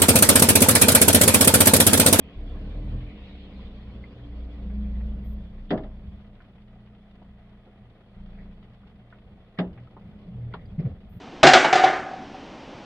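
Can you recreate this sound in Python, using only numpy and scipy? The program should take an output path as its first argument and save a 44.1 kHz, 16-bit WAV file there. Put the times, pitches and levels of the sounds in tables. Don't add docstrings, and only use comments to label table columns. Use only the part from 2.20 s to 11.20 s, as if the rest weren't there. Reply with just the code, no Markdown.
import sys
import numpy as np
from scipy import signal
from scipy.fft import rfft, irfft, next_fast_len
from scipy.io import wavfile
from scipy.ndimage import uniform_filter1d, map_coordinates

SR = 44100
rng = np.random.default_rng(int(sys.argv[2]) if len(sys.argv) > 2 else 0)


def store_wav(level_fs):
    pcm = np.round(np.clip(np.atleast_2d(level_fs), -1, 1) * 32767)
    wavfile.write(sys.argv[1], SR, pcm.T.astype(np.int16))


N = 396900

# f/Hz, level/dB
SPLASH_SPECTRUM = [(500, -35.5), (1000, 5.5), (1500, -1), (2000, 1), (2400, 2.5), (3400, 0), (3900, -2.5),
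                   (4600, -6), (5200, -14.5), (6300, -25.5), (9000, -40.5)]


def engine_hum():
    # start t/s, end t/s, attack t/s, then level/dB of shake, boom and buzz
    hum_swells = [(.1, .9, 0.23, -60, -44, -60.5), (1.419, 1.552, 0.073, -45, -55, -56),
                  (1.498, 1.81, 0.046, -62, -42.5, -49), (1.988, 2.23, 0.24, -44, -33.5, -57),
                  (2.3, 2.869, 0.29, -49, -29.5, -39.5), (2.898, 3.155, 0.14, -45, -35.5, -41),
                  (3.2, 3.673, 0.095, -42, -62.5, -49), (3.496, 3.92, 0.11, -49, -42.5, -52.5),
                  (4.294, 5.337, 0.17, -61, -58, -55.5), (5.949, 6.303, 0.038, -44.5, -51, -48.5),
                  (7.796, 8.3, .2, -60.5, -61, -49), (8.25, 8.6, 0.71, -40, -46.5, -52)]
    # multiple of the firing rate, level/dB
    buzz_orders = [(6, -6), (7, -1)]
    rest_db = [-59, -64, -61]
    firing_hz = idle_rate()
    swells = [(swell(start, end, attack, release=0.13), dbs) for start, end, attack, *dbs in hum_swells]
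    shake_db, boom_db, buzz_db = power_sum(rest_db, swells)
    shake = amp(shake_db + 0.8 * wobble(5.4)) * tone(firing_hz)
    boom = amp(boom_db + 0.8 * wobble(13)) * tone(2 * firing_hz)
    air_db = -59 + 0.35 * (buzz_db - rest_db[2])
    air = amp(air_db + 2.7 * wobble(8.8)) * tone(4 * firing_hz + 1.1 * wobble(10))
    buzz = sum(amp(db + 2.2 * wobble(12)) * tone(order * firing_hz + 1.3 * wobble(18))
               for order, db in buzz_orders)
    return shake + boom + air + amp(buzz_db) * buzz


def idle_rate():
    # lowest point t/s, half width t/s, depth f/Hz
    sags = [(4.25, 0.13, 0.56), (4.95, 0.16, 0.89), (6.0, 0.5327, 1.1), (8.4, 0.35, 0.94)]
    idle_hz, hunt_hz = 29.63, 0.069
    t = np.arange(N) / SR
    sag_hz = sum(depth * np.exp(-((t - s) / width) ** 2) for s, width, depth in sags)
    return idle_hz + hunt_hz * wobble(3.047) - sag_hz


def traffic():
    # nearest t/s, half width t/s, then level/dB of rumble, roar and spray
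    passes = [(.52, 0.39, -46.5, -49.5, -61), (1.55, 0.41, -55, -53.5, -64.5),
              (2.55, 0.61, -47.5, -54, -65.5), (3.701, .3, -52.5, -69, -73.5), (6.2, .2, -70, -64, -73.5),
              (7.5, 0.081, -51, -56, -78), (8.27, 0.43, -47.5, -56, -74)]
    # f/Hz, level/dB
    rumble_spectrum = [(12, -21.5), (30, -8.5), (50, -2), (78, 1), (105, -7), (150, -7.5), (200, -0.5),
                       (260, -22.5), (400, -69.5)]
    roar_spectrum = [(120, -29), (200, 0), (255, 3), (300, 1.5), (340, -5.5), (440, -1.5), (560, -5),
                     (640, -5.5), (850, -17), (1300, -28.5), (2500, -35.5), (5000, -69)]
    # t/s, level/dB, half width t/s, centre f/Hz
    swishes = [(0.089, -62.5, 0.088, 2660), (0.98, -64, 0.24, 2400), (1.124, -63.5, 0.2, 3300),
               (1.248, -68.5, 0.46, 2460), (1.416, -66, 0.13, 3400), (6.192, -69, 0.063, 1830)]
    street_db, steepness = [-59, -64, -76], 3.83
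    t = np.arange(N) / SR
    swells = [(1 / np.sqrt(1 + np.abs((t - s) / width) ** steepness), dbs) for s, width, *dbs in passes]
    rumble_db, roar_db, spray_db = power_sum(street_db, swells)
    rumble = amp(rumble_db + 2.5 + 4.2 * wobble(7.1)) * rush(rumble_spectrum)
    roar = amp(roar_db + 0.5 + wobble(14)) * rush(roar_spectrum)
    hum = tyre_hum()
    spray = amp(spray_db + 1.5 + wobble(40)) * rush(SPLASH_SPECTRUM)
    spray += amp(3) * hisses(swishes, octaves=0.37)
    return exhaust() + rumble + roar + hum + spattered(spray)


def exhaust():
    # t/s, f/Hz
    firing_rate = [(.2, 33.41), (.4, 33.95), (.55, 39.75), (.65, 40.48), (.9, 41.23), (1.0, 32.8),
                   (1.2, 32.1), (1.48, 31.28), (2, 32.7), (2.65, 34.76), (4.1, 31.82)]
    orders = [1, 2, 3, 6]
    # start t/s, end t/s, attack t/s, release t/s, then level/dB of each order
    throttle = [(0.148, 0.412, .025, 0.083, -34.5, -41, -48.5, -58),
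                (0.428, 0.756, 0.053, 0.11, -35.5, -39.5, -49, -64),
                (.53, 0.876, .03, 0.028, -39, -64, -41.5, -62),
                (.98, 1.47, 0.02, 0.047, -49, -44.5, -60, -51),
                (2.202, 2.95, 0.41, 0.57, -40, -55, -55, -62)]
    # f/Hz, level/dB
    growl_spectrum = [(70, -24.5), (150, 3), (240, 0.5), (620, -7.5), (1100, -48.5)]
    firing_hz, = curves(firing_rate)
    spells = [(swell(start, end, attack, release), dbs) for start, end, attack, release, *dbs in throttle]
    levels = power_sum([-120] * len(orders), spells)
    drone = sum(amp(db + 1.3 * wobble(17)) * tone(order * firing_hz + 0.8 * wobble(15))
                for order, db in zip(orders, levels))
    puffs = unit(np.maximum(tone(firing_hz), 0) ** 2 * rush(growl_spectrum))
    return drone + amp(levels[0] - 18.5) * puffs


def tyre_hum():
    # t/s, f/Hz, level/dB
    cavity_tone = [(0, 275.3, -56.5), (.55, 299.5, -51), (1.0, 297.4, -55.5), (1.7, 267, -72),
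                   (2.05, 286, -54.5), (2.7, 294, -60.5), (3.4, 293, -86)]
    hz, db = curves(cavity_tone)
    return amp(db + 2.8 * wobble(13)) * tone(hz + 5 * wobble(30))


def spattered(spray):
    depth_db = 2.6
    spectra = signal.stft(spray, nperseg=512)[2]
    clumps = uniform_filter1d(rng.standard_normal(spectra.shape[1:]), size=3, axis=0)
    clumps = uniform_filter1d(clumps, size=7, axis=1)
    return signal.istft(spectra * amp(depth_db * unit(clumps)), nperseg=512)[1][:, :N]


def rain():
    # f/Hz, level/dB
    roof_spectrum = [(210, -37), (350, -1.5), (484, -8), (649, -0.5), (938, -8.5), (1150, -13),
                     (1260, -9.5), (1620, -13), (1960, -12.5), (3520, -18), (4660, -31.5), (6060, -42),
                     (10300, -120)]
    roof = patter(roof_spectrum, patches=8, per_second=44, scatter_db=3, t60=.08, level_db=-63.5)
    windscreen = patter(SPLASH_SPECTRUM, patches=3, per_second=5, scatter_db=2.5, t60=.045, level_db=-77.5)
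    return roof + windscreen + drops(t60=0.037, splash_t60=0.093)


def patter(spectrum, patches, per_second, scatter_db, t60, level_db):
    t = np.arange(SR // 20) / SR
    out = np.zeros((2, N))
    for _ in range(patches):
        hits = rng.random(N) < per_second / SR
        strength = amp(scatter_db * np.minimum(rng.standard_normal(N), 1.5))
        response = rng.standard_normal((2, len(t))) * amp(-60 * t / t60) * (1 - np.exp(-t / 0.0012))
        out += signal.oaconvolve((hits * strength)[None], response, axes=1)[:, :N]
    return amp(level_db) * spread(out, lambda hz: amp(along(spectrum, hz)) * cabin(hz))


def drops(t60, splash_t60):
    # t/s, level/dB, pitch f/Hz, relative splash level/dB
    impacts = [(0.084, -64, 1750, 6), (1.152, -61, 3320, -4), (1.392, -50.5, 1006, -16),
               (1.839, -43, 2066, -21), (2.499, -67, 1690, 6.5), (2.726, -60, 794, -7),
               (2.808, -60, 1895, -1.5), (4.203, -51, 1495, -7), (4.242, -69, 2470, 3),
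               (4.381, -68, 2000, 1), (4.481, -69, 2970, 0), (4.559, -54, 696, -12),
               (4.671, -68.5, 2360, 3), (4.748, -69, 3120, -1), (5.017, -50, 723, -5),
               (5.465, -55, 508, 2.5), (6.184, -63, 1860, -2), (6.427, -65, 2930, 0),
               (6.632, -60, 1190, -3), (6.925, -47, 1450, -9), (6.984, -69, 2650, 0.5),
               (7.575, -61.5, 1750, 5.5), (7.673, -52.5, 1290, -21), (7.765, -49, 850, 0),
               (8.337, -51, 3290, 2), (8.339, -35.5, 1387, -15), (8.341, -33, 941, -6.5),
               (8.456, -53, 4770, -18)]
    # ratio to the pitch, level/dB over the splash
    modes = [(.45, 4.5), (.68, 0.5), (1.28, -4), (1.4, -11.5), (2, -17)]
    # f/Hz, level/dB
    transmission = [(3600, 4.5), (4800, -6), (6000, -25), (9000, -56)]
    out, t = np.zeros((2, N)), np.arange(SR // 8) / SR
    for s, db, hz, splash_db in impacts:
        phases = rng.normal(0, 0.14, (len(modes), 2, 1))
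        others = sum(amp(level + splash_db) * np.sin(2 * np.pi * hz * ratio * t + phase)
                     for (ratio, level), phase in zip(modes, phases))
        ring = np.sin(2 * np.pi * hz * t) + others
        add(out, s, amp(db) * ring * amp(-60 * t / t60) * (1 - np.exp(-t / 0.0011)))
        add(out, s, amp(db) * clatter([(hz, splash_db, splash_t60)], rise_cycles=3.7, octaves=0.69))
    return filtered(out, lambda hz: amp(along(transmission, hz)))


def knocks():
    # t/s, then level/dB of ring, body, crack and snap, favoured f/Hz
    blows = [(3.505, -26, -27, -37, -40.5, 295), (3.509, -23.5, -21.5, -40, -60.5, 292),
             (3.526, -27, -43, -53, -69.5, 630), (3.575, -43, -38, -49, -60.5, 650),
             (3.634, -45, -43, -57, -63, 605), (7.387, -23.5, -26.5, -35, -37, 178.3),
             (7.403, -33.5, -41, -59, -63, 739)]
    # f/Hz, level/dB, t60/s
    panel_modes = [(180.7, -2.5, 0.28), (290.5, -6.5, 0.11), (334, -14.5, 0.42), (394.3, -6.5, 0.27),
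                   (635, -10.5, 0.26), (728, -6, 0.08), (830, -15.5, 0.13), (1055, -19, 0.09),
                   (1710, -15, 0.051), (2000, -18.5, 0.068)]
    # centre f/Hz, level/dB, t60/s
    body_bands = [(148, 1.5, 0.19), (242, 3.5, 0.22), (490, -0.5, 0.2), (665, -5.5, 0.22),
                  (1080, -15.5, 0.22)]
    crack_bands = [(1246, 1, 0.086), (1704, -1, 0.13), (1990, -0.5, 0.093), (2800, -17, 0.24),
                   (3340, -4, 0.096), (4570, -14.5, 0.094), (6960, -36, 0.064)]
    snap_bands = [(2420, 5.5, 0.054), (3400, 3.5, .05), (4130, -17, 0.027), (8500, -39, .04)]
    out, t = np.zeros((2, N)), np.arange(SR // 2) / SR
    for s, ring_db, body_db, crack_db, snap_db, spot_hz in blows:
        ring = np.zeros(len(t))
        for hz, db, t60 in panel_modes:
            favour_db = 8 * np.exp(-(np.log2(hz / spot_hz) / 0.12) ** 2)
            ring += amp(db + favour_db - 60 * t / t60) * np.sin(2 * np.pi * (hz * t + rng.random()))
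        add(out, s, amp(ring_db) * ring * (1 - np.exp(-t / 0.0033)))
        add(out, s, amp(body_db) * clatter(body_bands, rise_cycles=6.3, octaves=0.5))
        add(out, s, amp(crack_db) * clatter(crack_bands, rise_cycles=2.1, octaves=0.2))
        add(out, s, amp(snap_db) * clatter(snap_bands, rise_cycles=9.4, octaves=0.24))
    return out


def thuds():
    # t/s, peak level/dB, starting f/Hz, fall/(octaves per s), length t/s
    bumps = [(8.067, -37, 177.5, 0.83, 0.048), (8.58, -20.5, 161, 2.2, 0.032),
             (8.612, -30.5, 187.3, 2.9, 0.069), (8.644, -20.5, 171, 21, 0.038), (8.695, -32, 92, 4, 0.055),
             (8.952, -39, 113, 0.97, 0.038)]
    # centre f/Hz, level/dB, t60/s
    rattle_bands = [(177, -10.5, 0.28), (358, -20, 0.19), (540, -26.5, 0.36), (1197, -39.5, 0.41),
                    (2140, -35.5, 0.16), (3500, -50.5, 0.4)]
    out = np.zeros((2, N))
    for s, db, hz, fall, length in bumps:
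        t = np.arange(int(length * SR)) / SR
        envelope = np.abs(np.sin(np.pi * t / length)) ** 0.65
        pitch_hz = hz * 2 ** (-fall * t)
        add(out, s, amp(db) * envelope * np.sin(2 * np.pi * np.cumsum(pitch_hz) / SR))
        add(out, s + .008, amp(db) * clatter(rattle_bands, rise_cycles=1.6, octaves=0.53))
    return out


def brief_hisses():
    # t/s, level/dB, half width t/s, centre f/Hz
    bursts = [(3.5, -54.5, .006, 3380), (7.383, -50, 0.0066, 1900), (8.329, -54, 0.0063, 1965),
              (8.4, -64, 0.064, 1980), (8.603, -69, 0.01, 4660), (8.603, -58, 0.013, 2070)]
    return hisses(bursts, octaves=0.22)


def groan():
    # loudest t/s, half width t/s, level/dB, f/Hz, glide/(Hz per s)
    groans = [(1.999, 0.062, -45.5, 120.9, -14), (7.619, 0.059, -42.5, 119.9, 18.5),
              (8.23, 0.11, -35, 119.1, -14), (8.53, 0.15, -45.5, 100.7, -55)]
    t, out = np.arange(N) / SR, np.zeros(N)
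    for s, width, db, hz, glide in groans:
        pitch_hz = hz + glide * (t - s)
        envelope = amp(db) * np.exp(-((t - s) / width) ** 2)
        out += envelope * (tone(pitch_hz) + amp(-14) * tone(pitch_hz * 2 / 3))
    return out


def whine():
    # start t/s, end t/s, level/dB
    whistles = [(3.036, 3.15, -74), (8.886, 8.993, -77.5)]
    t = np.arange(N) / SR
    gate = sum(amp(db) * np.clip(np.minimum(t - start, end - t) / .01, 0, 1) for start, end, db in whistles)
    return gate * (tone(np.full(N, 13830)) + amp(-11) * tone(np.full(N, 9927)))


def background_hiss():
    # f/Hz, level/dB
    hiss_spectrum = [(1000, 2), (7000, 2), (9500, 1.5), (13000, -3), (16000, -9)]
    return amp(-88.5) * rush(hiss_spectrum)


def cabin(hz):
    # f/Hz, level/dB
    glass = [(1650, 0.5), (2030, 1), (2300, 0), (2750, 0), (3300, 2.5), (3650, 1.5), (3820, -2.5),
             (4200, -0.5)]
    spacing_hz, ripple_db = 55, 1.7
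    knots = rng.standard_normal((2, SR // spacing_hz))
    ripple = np.array([map_coordinates(k, [hz / spacing_hz]) for k in knots])
    return amp(along(glass, hz) + ripple_db * ripple * np.clip(hz / 1500, 0, 1))


def spread(pair, gain):
    # f/Hz, correlation
    coherence = [(100, 0.99), (700, 0.94), (1250, 0.64), (2050, 0.49), (2550, -0.35), (3000, -0.54),
                 (3350, -0.43), (3650, -0.2), (4300, -0.035)]
    angle = lambda hz: np.arccos(np.clip(along(coherence, hz), -1, 1)) / 2
    mid, side = filtered(pair, lambda hz: gain(hz) * np.array([np.cos(angle(hz)), np.sin(angle(hz))]))
    return unit(np.array([mid + side, mid - side]))


def clatter(bands, rise_cycles, octaves):
    t = np.arange(SR // 3) / SR
    out = np.zeros((2, len(t)))
    for centre, db, t60 in bands:
        band = lambda hz: np.exp(-(np.log2((hz + 1) / centre) / octaves) ** 2)
        noise = spread(rng.standard_normal((2, len(t))), band)
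        envelope = amp(-60 * t / t60) * (1 - np.exp(-t * centre / rise_cycles))
        out += amp(db) * unit(noise * envelope) * np.sqrt(np.mean(envelope ** 2))
    return out


def hisses(rows, octaves, flutter_db=2):
    out, t = np.zeros((2, N)), np.arange(2 * SR) / SR - 1
    for s, db, width, centre in rows:
        band = lambda hz: cabin(hz) / (1 + (np.log2((hz + 1) / centre) / octaves) ** 4)
        hiss = spread(rng.standard_normal((2, len(t))), band)
        burst = amp(db + flutter_db * wobble(40)[:len(t)]) * np.exp(-(t / width) ** 2) * hiss
        add(out, s - 1, burst[:, max(round((1 - s) * SR), 0):])
    return out


def rush(spectrum):
    return spread(rng.standard_normal((2, N)), lambda hz: amp(along(spectrum, hz)) * cabin(hz))


def tone(hz):
    return np.sqrt(2) * np.sin(2 * np.pi * (np.cumsum(hz) / SR + rng.random()))


def swell(start, end, attack, release):
    t = np.arange(N) / SR
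    return np.clip((t - start) / attack, 0, 1) * np.exp(-np.maximum(t - end, 0) / release)


def power_sum(rest_db, events):
    power = amp(rest_db)[:, None] ** 2 + sum((amp(dbs)[:, None] * gain) ** 2 for gain, dbs in events)
    return 10 * np.log10(power)


def wobble(rate):
    return map_coordinates(rng.standard_normal(int(N * rate / SR) + 4), [np.arange(N) * rate / SR])


def curves(rows):
    s, *cols = np.transpose(rows)
    return [np.interp(np.arange(N) / SR, s, c) for c in cols]


def along(points, hz):
    f, v = np.transpose(points)
    return np.interp(np.log(hz + 1), np.log(f + 1), v)


def filtered(x, response):
    size = x.shape[-1]
    padded = next_fast_len(size + 8192)
    return irfft(rfft(x, padded) * response(np.fft.rfftfreq(padded, 1 / SR)), padded)[..., :size]


def add(track, s, sound):
    part = track[:, max(round(s * SR), 0):][:, :sound.shape[-1]]
    part += sound[..., :part.shape[1]]


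def amp(db):
    return 10 ** (np.asarray(db) / 20)


def unit(x):
    return x / np.sqrt(np.mean(x ** 2) + 1e-20)


def scene():
    rainfall = rain()
    bumps = knocks() + thuds() + brief_hisses()
    return engine_hum() + traffic() + rainfall + bumps + groan() + whine() + background_hiss()


def record(dry):
    fade_s, top_hz = .004, 15700
    t = np.arange(N) / SR
    ease = np.clip(np.minimum(t, t[-1] - t) / fade_s, 0, 1)
    return filtered(dry * ease, lambda hz: hz < top_hz)


dry = scene()
out = record(dry)
store_wav(out)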